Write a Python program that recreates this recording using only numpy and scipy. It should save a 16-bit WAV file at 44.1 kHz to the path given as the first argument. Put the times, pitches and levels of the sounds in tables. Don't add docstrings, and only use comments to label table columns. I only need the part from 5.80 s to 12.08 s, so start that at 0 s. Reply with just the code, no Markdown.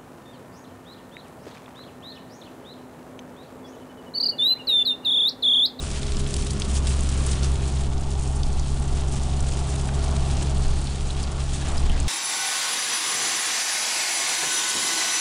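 import sys
import numpy as np
from scipy import signal
from scipy.fft import rfft, irfft
from scipy.io import wavfile

SR = 44100
rng = np.random.default_rng(int(sys.argv[2]) if len(sys.argv) > 2 else 0)


def generate_wav(signal):
    frames = np.transpose(np.atleast_2d(signal))
    scaled = np.clip(frames, -1, 1) * 32767
    pcm = np.round(scaled).astype(np.int16)
    wavfile.write(sys.argv[1], SR, pcm)


N = 276948
TIME = np.arange(N) / SR
CABIN_T60_S = .04


def from_db(db):
    return 10 ** (np.asarray(db) / 20)


def unit_rms(x):
    return x / np.sqrt(np.mean(x ** 2) + 1e-20)


def curves(rows):
    times, *columns = np.transpose(rows)
    return [np.interp(TIME, times, column) for column in columns]


def swell(at_s, half_s):
    return np.exp(-((TIME - at_s) / half_s) ** 2)


def drift(rate_hz):
    hop, settle = 40, 2000
    pole = np.exp(-2 * np.pi * rate_hz * hop / SR)
    noise = rng.standard_normal(N // hop + settle + 2)
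    slow = signal.lfilter([1], [1, -2 * pole, pole ** 2], noise)[settle:]
    return np.interp(np.arange(N) / hop, np.arange(len(slow)), unit_rms(slow))


def coloured(x, spectrum):
    hz, db = np.transpose(spectrum)
    size = 2 ** 15
    bin_oct = np.log2(np.maximum(np.arange(size // 2 + 1) * SR / size, 1))
    knot_oct = np.log2(hz)
    outside_oct = np.abs(bin_oct - np.clip(bin_oct, knot_oct[0], knot_oct[-1]))
    shape_db = np.interp(bin_oct, knot_oct, db) - 24 * outside_oct
    cepstrum = irfft(np.log(from_db(shape_db)))[:size // 2]
    cepstrum[0] /= 2
    impulse = irfft(np.exp(rfft(2 * cepstrum, size)))
    return unit_rms(signal.fftconvolve(x, impulse)[:N])


def band(x, hz, width_oct, order=1):
    edges_hz = np.clip(hz * 2 ** (np.array([-.5, .5]) * max(width_oct, .1)), [100, 200], [15000, 19000])
    return signal.sosfilt(signal.butter(order, edges_hz, "band", fs=SR, output="sos"), x + 1e-18)


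def noise_band(hz, width_oct):
    return unit_rms(band(rng.standard_normal(N), hz, width_oct, order=2))


# t/s, f/Hz
FIRING_RATE = [(0, 69.1), (.6, 67.7), (1, 67.1), (1.6, 67.03), (2.6, 67.45), (3.6, 67.7), (4.6, 68.1),
               (5.1, 68.5), (6.28, 68.75)]
# t/s, order 1 level/dB, order 2 level/dB
ENGINE_LOAD = [(0.0, -33.5, -37.5), (0.45, -29.0, -33), (0.79, -29.5, -36), (0.92, -23.5, -33.5),
               (1.6, -23, -31.0), (2.1, -27, -33), (2.8, -25.5, -32.5), (4.0, -26.5, -31),
               (4.6, -24.0, -30.0), (5.2, -29, -34), (6.28, -26.5, -34)]
# multiple of firing rate, level/dB re order 2
WEAK_ORDERS = [(2.5, -20), (3.5, -19.5), (4, -25.5), (5, -26.5)]
# t/s, level/dB
DRONE_LEVEL = [(0.0, -47.5), (0.75, -40), (1.5, -47), (2.6, -50.5), (6.28, -53)]
# t/s, level/dB
WHINE_LEVEL = [(0.0, -47.5), (0.49, -41), (0.98, -46.5), (2.6, -48.5), (4.45, -45.5), (5.04, -50),
               (5.4, -48), (6.28, -62)]


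def engine():
    firing_hz, = curves(FIRING_RATE)
    boom_db, octave_db = curves(ENGINE_LOAD)
    drone_db, = curves(DRONE_LEVEL)
    whine_db, = curves(WHINE_LEVEL)
    phase = 2 * np.pi * np.cumsum(firing_hz) / SR

    def tone(order, db, waver):
        amplitude = np.sqrt(2) * from_db(db) * (1 + waver * drift(8.3))
        return amplitude * np.cos(order * phase + waver * drift(2.3))

    boom = tone(1, boom_db, waver=.1) + tone(2, octave_db, waver=.17)
    overtones = sum(tone(order, octave_db + db, waver=.24) for order, db in WEAK_ORDERS)
    drone = tone(3, drone_db, waver=.33)
    whine = tone(6, whine_db, waver=.18)
    return boom + overtones + drone + whine


# t/s, peak level/dB, half-width/s
ROAD_BUMPS = [(0.62, -24.5, .07), (2.806, -24, 0.22), (3.64, -24, 0.044), (4.505, -26, 0.14),
              (4.882, -18.5, 0.15), (6.05, -20.5, .13)]
# f/Hz, relative level/dB
SHAKE_SPECTRUM = [(8, 4.5), (14, -11), (20, 1), (30, -0.5), (42, -15.5), (55, -7), (80, -23.5)]


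def body_shake(floor_db=-28.5):
    bump_power = sum((from_db(db) * swell(at_s, half_s)) ** 2 for at_s, db, half_s in ROAD_BUMPS)
    return np.sqrt(from_db(floor_db) ** 2 + bump_power) * coloured(rng.standard_normal(N), SHAKE_SPECTRUM)


# t/s, rumble level/dB, hiss level/dB, roar level/dB
ROAD_SURFACE = [(0.0, -34.5, -46.5, -78), (0.6, -32.5, -43.5, -72), (1.45, -32, -42.5, -59),
                (1.8, -32.5, -43.5, -46.5), (2.25, -35.5, -45.5, -44), (3.0, -34, -45, -47),
                (3.35, -33, -43.5, -44.5), (3.85, -33, -43.5, -44), (4.6, -31, -40, -41.3),
                (5.1, -35.5, -45, -48), (5.6, -36, -43.5, -50.5), (5.92, -33, -41, -44),
                (6.28, -33, -41.5, -46)]
# f/Hz, relative level/dB
RUMBLE_SPECTRUM = [(35, -16), (60, 4), (92, 7), (120, 1), (185, 0), (240, -2.5), (315, -6), (375, -5.5),
                   (470, -13), (620, -17), (1000, -30)]
# f/Hz, relative level/dB
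HISS_SPECTRUM = [(350, -8), (520, -6.5), (640, 1), (760, -3), (900, -3.5), (1040, -5.5), (1140, -1.5),
                 (1260, -7), (1420, -6), (1600, -16.5), (2000, -17.5), (3000, -19)]


def tyres():
    rumble_db, hiss_db, roar_db = curves(ROAD_SURFACE)
    rumble = from_db(rumble_db) * coloured(rng.standard_normal(N), RUMBLE_SPECTRUM)
    hiss = from_db(hiss_db + 1.3 * drift(3.3)) * coloured(rng.standard_normal(N), HISS_SPECTRUM)
    roar = from_db(roar_db) * noise_band(hz=772, width_oct=.4)
    return rumble + hiss + roar


# t/s, peak level/dB, half-width/s
ONCOMING_CARS = [(2.803, -51.5, 0.19), (4.96, -49, 0.27)]
# t/s, peak level/dB, half-width/s
PUDDLE_CROSSINGS = [(5.905, -48.5, 0.11), (6.153, -45, 0.056)]


def road_water():
    passing = sum(from_db(db) * swell(at_s, half_s) for at_s, db, half_s in ONCOMING_CARS)
    wading = sum(from_db(db) * swell(at_s, half_s) for at_s, db, half_s in PUDDLE_CROSSINGS)
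    return passing * noise_band(hz=4400, width_oct=.24) + wading * noise_band(hz=1690, width_oct=.73)


def impacts(per_s, cap_db, low_hz, high_hz, width_oct, spots=12):
    size_db = np.minimum(3 * rng.exponential(1, N), cap_db)
    clicks = from_db(size_db) * rng.choice([-1, 1], N) * (rng.random(N) < per_s / SR)
    spot = rng.integers(0, spots, N)
    spot_hz = np.geomspace(low_hz, high_hz, spots)
    return unit_rms(sum(band(clicks * (spot == k), hz, width_oct) for k, hz in enumerate(spot_hz)))


def cabin_scatter(x, tail_db):
    pole = from_db(-60 / (CABIN_T60_S * SR)) ** 2
    energy = signal.lfilter([1 - pole], [1, -pole], x ** 2 + 1e-18)
    return x + from_db(tail_db) * np.sqrt(energy) * rng.standard_normal(N)


# t/s, patter level/dB, spray level/dB
RAIN_STRENGTH = [(0.0, -45.5, -45), (0.12, -42.5, -43.5), (0.75, -44.5, -45), (0.88, -44.5, -44.5),
                 (0.97, -44, -44.5), (1.6, -41.5, -42), (2.22, -49.5, -51.5), (2.42, -47.5, -47.5),
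                 (2.95, -47.5, -46.5), (3.25, -46.5, -46), (3.8, -44.5, -45), (4.55, -44.5, -46.5),
                 (5.15, -45.5, -48), (5.55, -45.5, -47.5), (5.85, -41.5, -42.5), (6.28, -43, -50)]
# t/s, spray rise/dB, half-width/s
TREE_SHOWERS = [(0.11, 3, 0.043), (0.965, 7.5, 0.025), (1.102, 6.5, 0.047), (1.305, 2, 0.018),
                (1.512, 4.5, 0.025), (2.05, 4.5, 0.053), (2.443, 2.5, 0.082), (3.03, 4.5, 0.011),
                (3.32, 2.5, 0.015), (3.988, 3, 0.05), (4.246, 5, 0.035), (4.5, 5.5, 0.026),
                (4.634, 4, 0.074), (5.738, 4.5, 0.031)]
# f/Hz, relative level/dB
PATTER_SPECTRUM = [(600, -4.5), (1200, -3.5), (1720, 0.5), (2050, -2), (2600, 1), (2880, 1.5), (3250, 2.5),
                   (4300, 0.5), (5500, -3), (7500, -5), (10500, -38)]
# f/Hz, relative level/dB
SPRAY_SPECTRUM = [(3000, -16), (5000, -5), (6500, -3), (8000, -1), (9300, -1.5), (10200, -6), (11000, -9.5)]


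def rain(patter_trim_db=1.48, spray_trim_db=1.33):
    patter_db, spray_db = curves(RAIN_STRENGTH)
    showers_db = sum(db * swell(at_s, half_s) for at_s, db, half_s in TREE_SHOWERS)
    surge_db = showers_db + drift(4)
    flurry = drift(35)
    drops = impacts(1500 * from_db(3.6 * flurry), cap_db=15, low_hz=935, high_hz=7000, width_oct=1.5)
    ticks = impacts(1600 * from_db(4.4 * flurry), cap_db=17, low_hz=4500, high_hz=9850, width_oct=.48)
    drops = cabin_scatter(drops, tail_db=-2)
    ticks = cabin_scatter(ticks, tail_db=-3)
    patter = coloured(drops + from_db(1) * rng.standard_normal(N), PATTER_SPECTRUM)
    spray = coloured(ticks + from_db(-3) * rng.standard_normal(N), SPRAY_SPECTRUM)
    patter *= from_db(patter_db + .46 * surge_db + patter_trim_db)
    spray *= from_db(spray_db + surge_db + spray_trim_db)
    return patter + spray


def stray_drops(per_s=9, count=120, width_oct=.94, splash_s=.0034):
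    times = np.cumsum(rng.gamma(2, .5, count)) / per_s
    size, pitch = rng.standard_normal((2, count))
    _, spray_db = curves(RAIN_STRENGTH)
    swing_db = np.interp(times, TIME, spray_db - spray_db.mean())
    levels_db = -37 + .9 * size + .33 * swing_db
    pings_hz = 6600 * 2 ** (.41 * pitch)
    return [(at_s, db, hz, width_oct, splash_s)
            for at_s, db, hz in zip(times, levels_db, pings_hz) if at_s < TIME[-1]]


# t/s, level/dB before trim, ping f/Hz, ping width/oct, splash decay/s
FAT_DROPS = [(0.113, -35, 4400, 1.1, .004), (0.2312, -32.5, 3680, 1, 0.0021),
             (0.32, -30.5, 4500, 1.6, 0.002), (0.369, -32, 4300, 1.6, 0.0016),
             (0.4649, -33.5, 3600, 1.1, 0.0025), (0.5078, -38, 7500, 1, .0016),
             (0.5402, -24.5, 5000, 1.7, 0.0021), (0.5645, -27, 6300, 1.9, 0.0049),
             (0.6469, -36, 8000, 0.74, .0016), (0.667, -29, 5500, 2.4, 0.0045),
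             (0.706, -27, 7400, 1.7, 0.0075), (0.7982, -29.5, 7000, 1, 0.0019),
             (0.8188, -25, 3920, 1, 0.003), (0.967, -31, 7000, 1.5, .0044),
             (1.0698, -27.5, 3800, 2.3, 0.005), (1.2071, -29.5, 8100, .66, .0016),
             (1.29, -29.5, 6950, 1.5, .003), (1.464, -27.5, 8550, 0.41, 0.003),
             (1.631, -31.5, 4220, 1.7, .0016), (1.6436, -29.5, 4970, 1.6, 0.007),
             (2.6325, -30, 4500, 1.2, 0.0015), (2.7957, -32.5, 6100, 0.64, 0.0036),
             (3.6052, -32, 7100, .7, .0017), (3.6676, -40, 7000, 0.64, .0016),
             (4.0877, -31, 1400, 1.8, .004), (4.2412, -32, 6300, 2.1, .0016),
             (5.071, -32.5, 4470, 0.49, 0.0016), (5.3034, -31, 3600, .3, .0026),
             (5.4298, -31, 6900, 2.1, .0016), (5.438, -33.5, 4370, .35, .0017),
             (5.9798, -30.5, 4950, 0.38, .0017), (6.0961, -30.5, 3030, .22, .003),
             (6.2005, -29, 7700, .37, 0.0016)]


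def drop_smacks(rows, trim_db):
    tail_db, crack_db, crack_s, spread_s = -14, -10, .0012, .0005
    out, t = np.zeros(N + SR), TIME[:SR // 25]
    attack = 1 - np.exp(-t / spread_s)
    for at_s, db, hz, width_oct, splash_s in rows:
        noise = rng.standard_normal(len(t)) * attack
        decay = np.exp(-t / splash_s) + from_db(tail_db - 60 * t / CABIN_T60_S)
        ping = unit_rms(band(noise * decay, hz, width_oct, order=2))
        crack = unit_rms(band(noise * np.exp(-t / crack_s), hz=5700, width_oct=2.3, order=2))
        start = int(at_s * SR)
        out[start:start + len(t)] += from_db(db + trim_db) * unit_rms(ping + from_db(crack_db) * crack)
    return out[:N]


def scene():
    car = engine() + body_shake() + tyres() + road_water()
    weather = rain() + drop_smacks(list(FAT_DROPS) + stray_drops(), trim_db=-10.5)
    return (car + weather)[None]


def record(dry):
    lowpass = signal.firwin(181, 10600, window=("kaiser", 8), fs=SR)
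    return signal.fftconvolve(dry, lowpass[None], "same")


dry = scene()
out = record(dry)
generate_wav(out)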